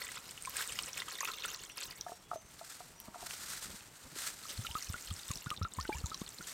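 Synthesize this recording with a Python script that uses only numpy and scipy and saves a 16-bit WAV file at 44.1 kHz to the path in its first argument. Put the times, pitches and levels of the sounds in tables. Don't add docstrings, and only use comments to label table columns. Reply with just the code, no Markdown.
import sys
import numpy as np
from scipy import signal
from scipy.fft import rfft, irfft
from scipy.io import wavfile
from scipy.ndimage import uniform_filter1d

SR = 44100
rng = np.random.default_rng(int(sys.argv[2]) if len(sys.argv) > 2 else 0)


def waveform_to_disk(signal):
    frames = np.transpose(np.atleast_2d(signal))
    scaled = np.clip(frames, -1, 1) * 32767
    samples = np.round(scaled).astype(np.int16)
    wavfile.write(sys.argv[1], SR, samples)


N = 287973
TIME = np.arange(N) / SR


def from_db(db):
    return 10 ** (np.asarray(db) / 20)


def rms_one(x):
    return x / np.sqrt(np.mean(x ** 2) + 1e-20)


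def level(rows):
    s, db = np.transpose(rows)
    inside = (TIME > s[0] - .02) & (TIME < s[-1] + .02)
    return from_db(np.interp(TIME, s, db)) * uniform_filter1d(inside * 1., size=400)


def gain_at(points, hz):
    f, db = np.transpose(points)
    return from_db(np.interp(np.log(hz + 1e-9), np.log(f), db))


def colour(x, points):
    return irfft(rfft(x) * gain_at(points, np.fft.rfftfreq(N, 1 / SR)), N)


def butter(x, hz, kind, order=2):
    sos = signal.butter(order, np.clip(hz, 10, .45 * SR), kind, fs=SR, output="sos")
    return signal.sosfilt(sos, x)


def drift(cutoff_hz):
    r = np.exp(-2 * np.pi * cutoff_hz / SR)
    noise = rng.standard_normal(N + SR)
    return rms_one(signal.lfilter([1], [1, -2 * r, r * r], noise)[SR:])


def ring(x, hz, t60):
    r = from_db(-60 / (t60 * SR))
    w = 2 * np.pi * min(hz, .45 * SR) / SR
    return signal.lfilter([0, np.sin(w)], [1, -2 * r * np.cos(w), r * r], x + 1e-18)


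def add(out, s, sound):
    i = int(np.clip(round(s * SR), 0, N))
    out[i:i + len(sound)] += sound[:N - i]


def dying(t, t60):
    return np.exp(-np.log(1000) * t / t60)


def until(t, length, fade_s):
    return .5 - .5 * np.tanh((t - length) / fade_s)


def clicks(per_s, spread_db):
    sizes = from_db(spread_db * np.minimum(rng.exponential(1, N), 4.5))
    return sizes * rng.choice([-1, 1], N) * (rng.random(N) < per_s / SR)


def scatter(x, t60):
    t = TIME[:SR // 4]
    tail = rng.standard_normal(len(t)) * dying(t, t60)
    return signal.fftconvolve(x, tail / np.linalg.norm(tail))[:N]


# t/s, level/dB
SIMMER = [(0, -56), (0.33, -59.5), (0.75, -53), (1.55, -67.5), (2.28, -66.5), (2.9, -67), (3.17, -61.5),
          (3.32, -71), (4.05, -59.5), (4.6, -54), (5.3, -55.5), (5.68, -67.5), (5.9, -58.5), (6.53, -58)]
# peak t/s, level/dB, rise/s, fall/s
FLARES = [(0.6, -45.5, 0.062, 0.083), (2.09, -58.5, 0.045, 0.072), (2.359, -55.5, 0.032, 0.006),
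          (2.675, -55, 0.0036, 0.0092), (2.701, -48, 0.0078, 0.015), (2.75, -54.5, 0.21, 0.15),
          (3.225, -53.5, 0.023, 0.041), (3.268, -43.5, 0.0057, 0.0059), (3.31, -48.5, 0.045, 0.087),
          (3.342, -47, .008, 0.022), (3.5, -48, 0.22, 0.27), (3.529, -44.5, 0.0092, 0.033),
          (3.627, -45.5, .008, 0.038), (4.239, -42, 0.069, 0.066), (4.268, -42, .004, .014),
          (4.51, -48.5, 0.068, 0.037), (6.48, -48, 0.011, 0.057)]
FLARE_ROUNDNESS = 1.4
FLICKER_RMS_DB, FLICKER_CUTOFF_HZ = 2, 26


def heat():
    power = level(SIMMER) ** 2
    for s, db, rise_s, fall_s in FLARES:
        distance = np.maximum((s - TIME) / rise_s, (TIME - s) / fall_s)
        power += (from_db(db) * np.exp(-distance ** FLARE_ROUNDNESS)) ** 2
    return np.sqrt(power) * from_db(FLICKER_RMS_DB * drift(FLICKER_CUTOFF_HZ))


# f/Hz, level/dB
STEAM_COLOUR = [(250, -23), (500, -7.5), (800, -8.5), (1350, 6), (2000, 3), (2800, -4), (4000, 3),
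                (6000, 3), (8500, 5.5), (10500, -4), (14000, -3), (16000, -18)]


def sizzle(steam_db, crackle_db, crackles_per_s):
    bursts = clicks(24000, spread_db=2.0) * from_db(1.4 * drift(90))
    steam = rms_one(colour(bursts, STEAM_COLOUR))
    snaps = clicks(crackles_per_s, spread_db=3.5)
    pitches_hz = np.geomspace(3000, 10000, 8)
    dealt = rng.integers(0, len(pitches_hz), N)
    crackles = sum(ring(snaps * (dealt == k), hz, 5.2 / hz) for k, hz in enumerate(pitches_hz))
    return heat() * (from_db(steam_db) * steam + from_db(crackle_db) * rms_one(crackles))


# t/s, level/dB
HUM = [(0, -62.5), (0.8, -58), (1.1, -64.5), (2.7, -62.5), (3.35, -60.5), (6.53, -60)]
# f/Hz, level/dB
FOREST = [(15, -32), (30, 7), (60, 2.5), (150, 3), (230, -1), (400, -4.5), (650, -6.5), (1000, -6.5),
          (1700, -11), (3000, -11.5), (6000, -51), (12000, -26)]


def hum(level_db, lumps_db):
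    air = rms_one(colour(rng.standard_normal(N), FOREST))
    bass = butter(air, 510, "low", order=1)
    lumps = rms_one(from_db(lumps_db * drift(17.6)))
    return from_db(level_db) * level(HUM) * (air - bass + bass * lumps)


def background():
    return sizzle(steam_db=1.5, crackle_db=-6.0, crackles_per_s=760) + hum(level_db=1.0, lumps_db=4.5)


SURGE_RMS_DB, SURGE_CUTOFF_HZ = 4.5, 12
SPURT_GAIN, SPURT_RISE_S, SPURT_FALL_S = 0.53, 0.0021, 0.0089


def flow(pour):
    spurts, t = np.zeros(N), TIME[:SR // 4] - .015
    for s, *_ in PLOPS + GLUGS:
        add(spurts, s + t[0], np.exp(-np.maximum(-t / SPURT_RISE_S, t / SPURT_FALL_S)))
    surges = from_db(SURGE_RMS_DB * drift(SURGE_CUTOFF_HZ))
    return level(pour) * surges * (1 + SPURT_GAIN * np.minimum(spurts, 1))


def bubble(hz, cycles, rise, swell_cycles):
    turn = np.arange(int(cycles * SR / hz) + 2) * hz / SR
    phase = 2 * np.pi * turn * (1 + rise * (turn / cycles / 2 - .15))
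    return np.sin(phase) * dying(turn, cycles) * (1 - np.exp(-turn / swell_cycles))


def splash(pour, spectrum, count, cycles, rise, spread_db, level_db):
    out, start, end = np.zeros(N), pour[0][0], pour[-1][0]
    for k, (when, size, force, life, climb) in enumerate(rng.random((count, 5))):
        s = start + (end - start) * (k + when) / count
        hz = 380 * 40 ** size
        height = gain_at(spectrum, hz) * hz * from_db(-spread_db * np.log(force + .05))
        ringing = cycles * (.5 + life) * (hz / 3000) ** 0.52
        add(out, s, height * bubble(hz, ringing, rise * climb ** 2, swell_cycles=0.44))
    unit = rms_one(out) * np.sqrt((end - start) * SR / N)
    return from_db(level_db) * flow(pour) * unit


def slap(pour, spectrum, per_s, level_db):
    crackle = colour(clicks(per_s, spread_db=5.0), spectrum)
    return from_db(level_db) * flow(pour) * rms_one(crackle)


# t/s, level/dB
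WATER = [(0, -56.5), (0.12, -55), (0.3, -63), (0.52, -58.5), (0.58, -54.5), (0.88, -56), (1.27, -55),
         (1.48, -53.5), (1.6, -58.5), (1.7, -59), (1.745, -68.5), (1.785, -55.5), (1.845, -55.5),
         (1.875, -61.5), (1.91, -58), (2.05, -65)]
# f/Hz, level/dB
WATER_COLOUR = [(350, -4), (470, -0.5), (700, -9), (1000, 0), (1400, 1.5), (2700, -1), (4000, -3.5),
                (6000, -6.5), (8500, -6), (10500, -18.5), (15000, -14.5)]


def water():
    short = splash(WATER, WATER_COLOUR, count=6000, cycles=12, rise=0.2, spread_db=8, level_db=0)
    long = splash(WATER, WATER_COLOUR, count=1200, cycles=58, rise=0.93, spread_db=2.0, level_db=-0.5)
    return short + long + slap(WATER, WATER_COLOUR, per_s=1200, level_db=-9.0) + churn(level_db=-37.5)


def plops(rows, cycles, rise, swell_cycles, level_db):
    out = np.zeros(N)
    for (s, db, hz), (lag, size, life) in zip(rows, rng.random((len(rows), 3))):
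        gain = from_db(db + level_db)
        split_hz = hz * (0.659 + 0.675 * size)
        add(out, s, gain * bubble(hz, cycles * (1.0 + 0.19 * life), rise, swell_cycles))
        add(out, s + 0.004 * lag, gain * from_db(-10.0) * bubble(split_hz, cycles, rise, swell_cycles))
    return out


IMPACT_T60_S, IMPACT_SPAN = 0.0029, 2.1


def impacts(rows, level_db):
    out, t = np.zeros(N), TIME[:SR // 100]
    for (s, db, hz), noise in zip(rows, rng.standard_normal((len(rows), len(t)))):
        tick = butter(noise * dying(t, IMPACT_T60_S), [hz / IMPACT_SPAN, hz * IMPACT_SPAN], "band")
        add(out, s, from_db(db + level_db) * tick / np.abs(tick).max())
    return out


def pops(rows, top_t60, body_t60, top_db, body_db):
    out, t = np.zeros(N), TIME[:SR // 30]
    for (s, high_db, low_db), noise in zip(rows, rng.standard_normal((len(rows), len(t)))):
        crack = butter(noise * dying(t, top_t60), [7000, 14500], "band")
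        spit = butter(noise * dying(t, body_t60), [1200, 5000], "band")
        add(out, s, from_db(high_db + top_db) * crack / np.abs(crack).max())
        add(out, s, from_db(low_db + body_db) * spit / np.abs(spit).max())
    return out


def cluster(rows, count, within_s, octaves, weaker_db):
    parents = rows * count
    return [(s + within_s * (2 * when - 1), db - weaker_db * (1 + force), hz * 2 ** (octaves * size))
            for (s, db, hz), (when, force, size) in zip(parents, rng.random((len(parents), 3)))]


DROPS_FOLLOW_FLOW = 0.47


def strays(pour, count, low_hz, high_hz, top_db, spread_db):
    knots, flow_db = np.transpose(pour)
    when, force, size = rng.random((count, 3)).T
    s = knots[0] + (knots[-1] - knots[0]) * (np.arange(count) + when) / count
    swing_db = np.interp(s, knots, flow_db) - flow_db.max()
    db = top_db + DROPS_FOLLOW_FLOW * swing_db - spread_db * force
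    return list(zip(s, db, low_hz * (high_hz / low_hz) ** size))


# t/s, level/dB, f/Hz
PLOPS = [(0.0176, -25, 2010), (0.0498, -42, 4400), (0.0684, -29.5, 2420), (0.0785, -40, 3200),
         (0.0885, -29, 2010), (0.117, -35, 1500), (0.155, -37, 2930), (0.173, -35, 3050),
         (0.3767, -29, 2900), (0.451, -26, 2350), (0.4733, -28.5, 1047), (0.536, -40, 1140),
         (0.5571, -27, 1640), (0.581, -32, 1730), (0.5934, -26, 1470), (0.6075, -26, 1600),
         (0.6243, -25.5, 3000), (0.694, -26.5, 2920), (0.722, -30.5, 3130), (0.730, -35, 2280),
         (0.757, -32, 2030), (0.7889, -16.5, 2940), (0.8345, -23, 5500), (0.8823, -36, 2160),
         (0.9738, -23.5, 2520), (1.0018, -23, 3575), (1.0199, -22, 2040), (1.02, -30, 3060),
         (1.0814, -30, 1250), (1.084, -28, 3050), (1.1225, -29, 4260), (1.154, -26.5, 3580),
         (1.187, -31, 1880), (1.2081, -25.5, 1780), (1.209, -30.5, 1115), (1.231, -24.5, 1174),
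         (1.2522, -19.5, 2590), (1.2755, -28, 1320), (1.284, -23, 1370), (1.288, -27.5, 2750),
         (1.300, -28, 1310), (1.317, -26, 4140), (1.3356, -29, 3640), (1.341, -29.5, 2750),
         (1.3773, -35, 2240), (1.385, -27, 3390), (1.437, -26, 2630), (1.4416, -23.5, 2880),
         (1.4458, -24, 3500), (1.45, -23, 1405), (1.482, -32.5, 1580), (1.5935, -37, 2900),
         (1.6982, -30, 2700), (1.7771, -40.5, 1230), (1.8324, -28, 4430), (1.855, -35, 3940),
         (1.9095, -27, 4660), (4.454, -35, 1310), (4.524, -41, 2000), (4.668, -22, 2940),
         (4.712, -27.5, 3100), (4.7453, -33, 3320), (4.815, -35.5, 2020), (4.962, -38, 2040),
         (4.982, -38, 2130), (5.0775, -33, 3130), (5.1076, -28, 3250), (5.3565, -22.5, 5480),
         (5.421, -36, 2760), (5.542, -38, 2400), (5.7675, -42, 2210), (5.849, -34.5, 2040),
         (5.8768, -32, 2990), (5.9837, -35, 2800), (6.1038, -32, 3850), (6.1442, -24, 4040),
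         (6.4138, -42, 3100)]
# t/s, level/dB, f/Hz
SPATTER = [(0.119, -29, 8700), (0.2918, -36, 4910), (0.3102, -29.5, 8000), (0.4239, -27, 8300),
           (0.4357, -32, 8650), (0.45, -31, 8740), (0.4574, -25.5, 8270), (0.4962, -27, 12800),
           (0.5682, -19, 8600), (0.6148, -25, 8200), (0.6757, -22.5, 8200), (0.7233, -25.5, 8400),
           (0.8246, -25.5, 8700), (0.8605, -26, 7800), (0.932, -28, 5640), (0.9762, -31.5, 7650),
           (1.2065, -20.5, 6670), (1.2482, -32, 6500), (1.4224, -30.5, 3700), (1.4582, -22.5, 8100),
           (1.503, -30, 6680), (1.5458, -30.5, 4330), (1.5614, -34, 7200), (1.6365, -31, 7840),
           (1.6502, -35, 7020), (1.774, -31, 8800), (1.8066, -47, 8800), (2.0107, -24.5, 5850),
           (4.5738, -36, 8200), (4.8077, -32, 6970), (4.825, -26, 5800), (4.8452, -32, 6300),
           (4.8871, -37.5, 5900), (4.8933, -33, 5510), (4.9252, -28.5, 8400), (5.0108, -38, 7260),
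           (5.024, -33, 7150), (5.1263, -32, 8150), (5.1388, -30, 7400), (5.164, -34, 5130),
           (5.281, -31, 8180), (5.2911, -37, 5460), (5.3155, -25, 6800), (5.337, -31, 7700),
           (5.374, -31, 5760), (5.5042, -26, 3020), (5.5643, -36, 4000), (5.575, -33.5, 3670),
           (5.6312, -30, 5420), (5.737, -29, 7600), (5.8108, -28, 4650), (5.8275, -34, 5560),
           (5.9696, -35, 7230), (5.976, -38, 6030), (5.9843, -31.5, 7000), (6.0593, -26, 6900),
           (6.0674, -28, 6930), (6.098, -34, 6850), (6.1454, -26.5, 5630), (6.1761, -36, 5800),
           (6.1966, -37, 6680), (6.2773, -38, 3420), (6.2904, -30, 8000), (6.4745, -31, 7400)]
# t/s, crack level/dB, spit level/dB
POPS = [(0.5681, -45, -41), (0.7893, -45, -38.5), (1.2478, -37.5, -62), (1.6376, -57, -51.5),
        (2.0103, -57, -69), (2.593, -59, -52.5), (3.0011, -43.5, -55.5), (3.0562, -57, -60),
        (3.807, -75, -54.5), (4.9246, -65, -64), (5.3138, -42, -45), (5.5034, -45.5, -40)]
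# lag/s, level/dB, lowest f/Hz
GULP_SPRAY = (0.017, -36.5, 2960)


def droplets(crack_db, spit_db):
    lag_s, thrown_db, thrown_hz = GULP_SPRAY
    thrown = [(s + lag_s, thrown_db, thrown_hz) for s, *_ in GULPS]
    pockets = cluster(PLOPS, count=2, within_s=0.016, octaves=0.736, weaker_db=11.0)
    pockets += cluster(thrown, count=2, within_s=0.019, octaves=1.58, weaker_db=10.0)
    spray = cluster(SPATTER, count=1, within_s=0.027, octaves=-1.25, weaker_db=18.0)
    spray += strays(WATER, count=60, low_hz=2940, high_hz=8700, top_db=-41.5, spread_db=14)
    spray += strays(WINE, count=50, low_hz=3640, high_hz=8850, top_db=-30, spread_db=11)
    bursts = [(s, db + crack_db, db + spit_db) for s, db, hz in spray[::4]]
    out = plops(PLOPS, cycles=32.7, rise=0.14, swell_cycles=0.98, level_db=-3.5)
    out += impacts(PLOPS, level_db=-12)
    out += plops(pockets, cycles=28.6, rise=0.27, swell_cycles=4.1, level_db=4.0)
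    out += plops(SPATTER, cycles=17.6, rise=0.057, swell_cycles=1.86, level_db=8)
    out += impacts(SPATTER, level_db=-12)
    out += plops(spray, cycles=24, rise=0.057, swell_cycles=2.4, level_db=5.5)
    out += pops(POPS + bursts, top_t60=0.00087, body_t60=0.012, top_db=16.0, body_db=13.5)
    return out


POOL_FORMS_S = 0.94


def churn(level_db):
    rows = strays(WATER, count=70, low_hz=330, high_hz=680, top_db=level_db, spread_db=15)
    gloops = [row for row in rows if row[0] > POOL_FORMS_S]
    return plops(gloops, cycles=6, rise=0.27, swell_cycles=1.0, level_db=0)


# t/s, length/s, start f/Hz, end f/Hz, level/dB
BIRDS = [(1.09, 0.16, 6940, 6950, -65), (1.68, 0.066, 5900, 5520, -55), (1.724, 0.4, 6600, 6500, -81),
         (1.962, 0.27, 5700, 5500, -61), (2.211, 0.11, 3400, 3440, -65), (2.33, 0.092, 6200, 6120, -55),
         (2.42, 0.1, 6300, 6150, -64), (2.504, 0.048, 7500, 7400, -64), (2.633, 0.058, 4420, 4750, -64),
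         (2.82, 0.09, 7950, 7750, -67), (2.95, 0.1, 5900, 5550, -57), (3.037, 0.11, 8060, 7750, -75)]


def birds(waver):
    out, wobble = np.zeros(N), 1 + waver * drift(290)
    for s, length, start_hz, end_hz, db in BIRDS:
        u = np.linspace(0, 1, int(length * SR))
        hz = (start_hz + (end_hz - start_hz) * u) * wobble[int(s * SR):][:len(u)]
        add(out, s, from_db(db) * np.sin(np.pi * u) * np.sin(2 * np.pi * np.cumsum(hz) / SR))
    return out


# t/s, level/dB, contact cut-off f/Hz, pitch ratio
KNOCKS = [(2.0641, -37.5, 960, 1), (2.083, -52, 2000, 1.28), (2.093, -37, 620, 0.96),
          (2.118, -32.5, 720, 0.99), (2.3139, -32.5, 1470, .99), (2.332, -37.5, 1400, .96),
          (2.358, -39, 710, 0.92), (2.612, -45.5, 1000, 0.97), (2.804, -40.5, 1000, 1.023),
          (3.08, -50.5, 1300, 0.89), (3.144, -43.5, 2410, 1.02), (3.156, -42, 905, .97),
          (3.226, -43.5, 750, 1), (3.266, -46.5, 795, 0.96)]
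# f/Hz, level/dB, t60/s
KNOCK_MODES = [(388, -6.5, 0.0089), (470, -19.5, 0.083), (620, -6, 0.016), (710, 2, 0.055),
               (930, -4.5, 0.08), (1130, 3.5, 0.012), (1317, 3.5, 0.023), (1450, -17, .04),
               (1650, -15, 0.03)]
LONGEST_RING_S = 0.07


def knocks(level_db, detune, uneven_db):
    out = np.zeros(N)
    chances = rng.standard_normal((len(KNOCKS), len(KNOCK_MODES), 2))
    for (s, db, contact_hz, ratio), chance in zip(KNOCKS, chances):
        force = butter(signal.unit_impulse(SR // 8), contact_hz, "low", order=3)
        force = from_db(db + level_db) * force
        for k, ((hz, mode_db, t60), (shift, strength)) in enumerate(zip(KNOCK_MODES, chance)):
            gain = (-1) ** k * from_db(mode_db + uneven_db * strength)
            mode_hz = hz * ratio * np.exp(detune * shift)
            add(out, s, gain * ring(force, mode_hz, min(t60, LONGEST_RING_S)))
    return out


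# t/s, level/dB
RUB = [(2.98, -68), (3.06, -63), (3.13, -65), (3.21, -57), (3.29, -73)]


def rub(low_hz, high_hz):
    slips = butter(clicks(540, spread_db=1.5), [low_hz, high_hz], "band")
    slips = slips * from_db(3 * drift(30))
    body = sum(from_db(db) * ring(slips, hz, t60) for hz, db, t60 in KNOCK_MODES)
    return level(RUB) * rms_one(body)


# peak t/s, f/Hz, level/dB, t60/s
BUMPS = [(3.086, 205, -38.5, 0.015), (3.745, 208, -41.5, 0.013), (4.163, 360, -41.5, 0.016)]
THUMP_SWELL_CYCLES = 0.36


def thumps(rows):
    out, t = np.zeros(N), TIME[:SR // 3] - .04
    for s, hz, db, t60 in rows:
        shape = np.exp(np.minimum(t, 0) * hz / THUMP_SWELL_CYCLES) * dying(np.maximum(t, 0), t60)
        add(out, s + t[0], from_db(db) * shape * np.cos(2 * np.pi * hz * t))
    return out


# t/s, level/dB
WINE = [(4.4, -55.5), (4.55, -53), (5.1, -53.5), (5.4, -57), (5.68, -62), (5.8, -53.5), (6.07, -54),
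        (6.125, -84), (6.19, -64), (6.3, -60), (6.53, -53)]
# f/Hz, level/dB
WINE_COLOUR = [(350, 1), (800, -3.5), (1300, -5), (2000, -15.5), (3000, 6.5), (4500, -5.5), (6000, -4),
               (8000, -1), (10500, -11.5), (15000, -9)]


def wine():
    return splash(WINE, WINE_COLOUR, count=1800, cycles=24, rise=0.07, spread_db=4.0, level_db=-2.5)


# peak t/s, f/Hz, level/dB, t60/s, swell/s, length/s, glide/(octaves per s)
GLUGS = [(4.592, 94, -32, 0.09, 0.0086, 0.05, 14), (4.705, 70.6, -41, 0.081, 0.013, .045, -8),
         (4.9, 80.4, -31, .055, 0.0074, 0.036, 3), (5.114, 84.4, -33, 0.11, 0.014, 0.055, 2),
         (5.307, 95, -28.5, 0.02, 0.0046, .04, 0), (5.469, 111, -32.5, 0.033, 0.0043, .047, 2),
         (5.614, 76.4, -30, 0.36, 0.00023, 0.033, 12), (5.783, 92, -34.5, 0.21, 0.0039, 0.11, -14),
         (5.893, 280, -24, 0.021, 0.0012, .03, 24), (5.953, 63, -37, 0.24, 0.004, 0.12, 5),
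         (6.041, 69.6, -28, 0.079, 0.0037, .075, -1), (6.217, 169, -29.5, 0.024, 0.00086, .03, -6)]


def glugs(start_octaves, pinch_octaves, pinch_s, overtone):
    out, t = np.zeros(N), TIME[:SR // 5] - .05
    before, after = np.minimum(t, 0), np.maximum(t, 0)
    pinch = pinch_octaves * np.exp(-np.abs(t) / pinch_s)
    swoop = start_octaves * (1 - np.exp(before / 0.0082))
    for s, hz, db, t60, swell_s, length, glide in GLUGS:
        octaves = pinch - swoop + glide * after
        phase = 2 * np.pi * np.cumsum(hz * 2 ** octaves) / SR
        phase = phase - np.interp(0, t, phase)
        shape = np.exp(before / swell_s) * dying(after, t60) * until(t, length, fade_s=0.0037)
        tone = np.cos(phase) + overtone * shape * np.sin(2 * phase)
        add(out, s + t[0], from_db(db) * shape * tone)
    return out


# t/s, length/s, start f/Hz, middle f/Hz, end f/Hz, level/dB, t60/s
GULPS = [(4.648, 0.02, 1310, 1360, 1070, -36, 0.066), (4.689, 0.051, 800, 944, 910, -50.5, 0.45),
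         (4.753, 0.034, 1166, 1290, 970, -28.5, 0.09), (4.9, .025, 1120, 1200, 1200, -51, 0.042),
         (4.942, 0.026, 1340, 1460, 1200, -31.5, 0.056), (5.11, .02, 1180, 1250, 1220, -41.5, 0.036),
         (5.305, .025, 1250, 1052, 1020, -39.5, 0.084), (5.462, 0.013, 1100, 1310, 1400, -37, 0.024),
         (5.468, 0.036, 1450, 1425, 1390, -39, 0.092), (5.469, 0.033, 1620, 1680, 1780, -51, .1),
         (5.514, 0.024, 1160, 1240, 1080, -30.5, 0.099), (5.616, 0.042, 1230, 1400, 1430, -36, 0.1),
         (5.65, 0.032, 1270, 1360, 990, -30, 0.067), (5.787, 0.042, 970, 1306, 1560, -30.5, 0.078),
         (5.789, 0.049, 1790, 1810, 1780, -50.5, 0.22), (5.835, .06, 900, 870, 865, -55, 0.25),
         (5.853, 0.025, 1440, 1540, 1290, -33.5, 0.027), (5.896, 0.063, 890, 845, 915, -31, 0.13),
         (5.92, 0.013, 1490, 1680, 1720, -41, 0.063), (5.927, 0.019, 2260, 2376, 2230, -34, 0.074),
         (5.947, 0.049, 880, 1120, 1630, -40, 0.095), (5.967, .04, 1720, 1750, 1720, -50, 0.13),
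         (6.04, 0.011, 1290, 1250, 1150, -43.5, .07), (6.06, 0.03, 905, 970, 1070, -45.5, 0.083),
         (6.117, 0.029, 1220, 1300, 1050, -35.5, 0.068), (6.144, 0.015, 1130, 1080, 1040, -44, 0.047),
         (6.216, 0.022, 1020, 1200, 1350, -47, 0.07), (6.409, 0.053, 1390, 1470, 1250, -38, 0.041)]


def gulps(snap_db, snap_t60, attack_s):
    out, t = np.zeros(N), TIME[:SR // 10]
    for s, length, start_hz, middle_hz, end_hz, db, t60 in GULPS:
        arc = np.polyfit([0, .5, 1], np.log([start_hz, middle_hz, end_hz]), 2)
        hz = np.exp(np.polyval(arc, np.minimum(t / length, 1.2)))
        tone = np.sin(2 * np.pi * np.cumsum(hz) / SR) * dying(t, t60) * until(t, length, fade_s=0.0036)
        snap = from_db(snap_db) * dying(t, snap_t60)
        add(out, s, from_db(db) * (tone + snap) * (1 - np.exp(-t / attack_s)))
    return out


# f/Hz, level/dB
SPREAD = [(60, -32), (250, -20.5), (1000, -25.5), (4000, -25), (9000, -18.5), (14000, -13.5)]


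def scene():
    liquid = water() + wine() + droplets(crack_db=-21, spit_db=-18.5)
    liquid = liquid + from_db(-10.0) * scatter(liquid, t60=0.074)
    bottle = glugs(start_octaves=1.0, pinch_octaves=0.48, pinch_s=0.0039, overtone=0.27)
    bottle = bottle + gulps(snap_db=-1.0, snap_t60=0.0062, attack_s=0.00016)
    neck = scatter(butter(bottle, 160, "high"), t60=0.03)
    bottle = bottle + from_db(-18.5) * neck
    knocked = knocks(level_db=-0.5, detune=0.015, uneven_db=3.4) + rub(low_hz=780, high_hz=1130)
    handling = knocked + from_db(-18.0) * scatter(knocked, t60=0.33) + thumps(BUMPS)
    close = liquid + bottle + handling
    mid = close + background() + scatter(birds(waver=0.019), t60=0.14)
    side = colour(close * drift(56) + background(), SPREAD)
    return np.array([mid + side, mid - side])


CUTOFF_HZ = 15900


def record(dry):
    thinned = butter(dry, 27, "high")
    return signal.sosfilt(signal.ellip(10, .2, 80, CUTOFF_HZ, fs=SR, output="sos"), thinned)


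dry = scene()
out = record(dry)
waveform_to_disk(out)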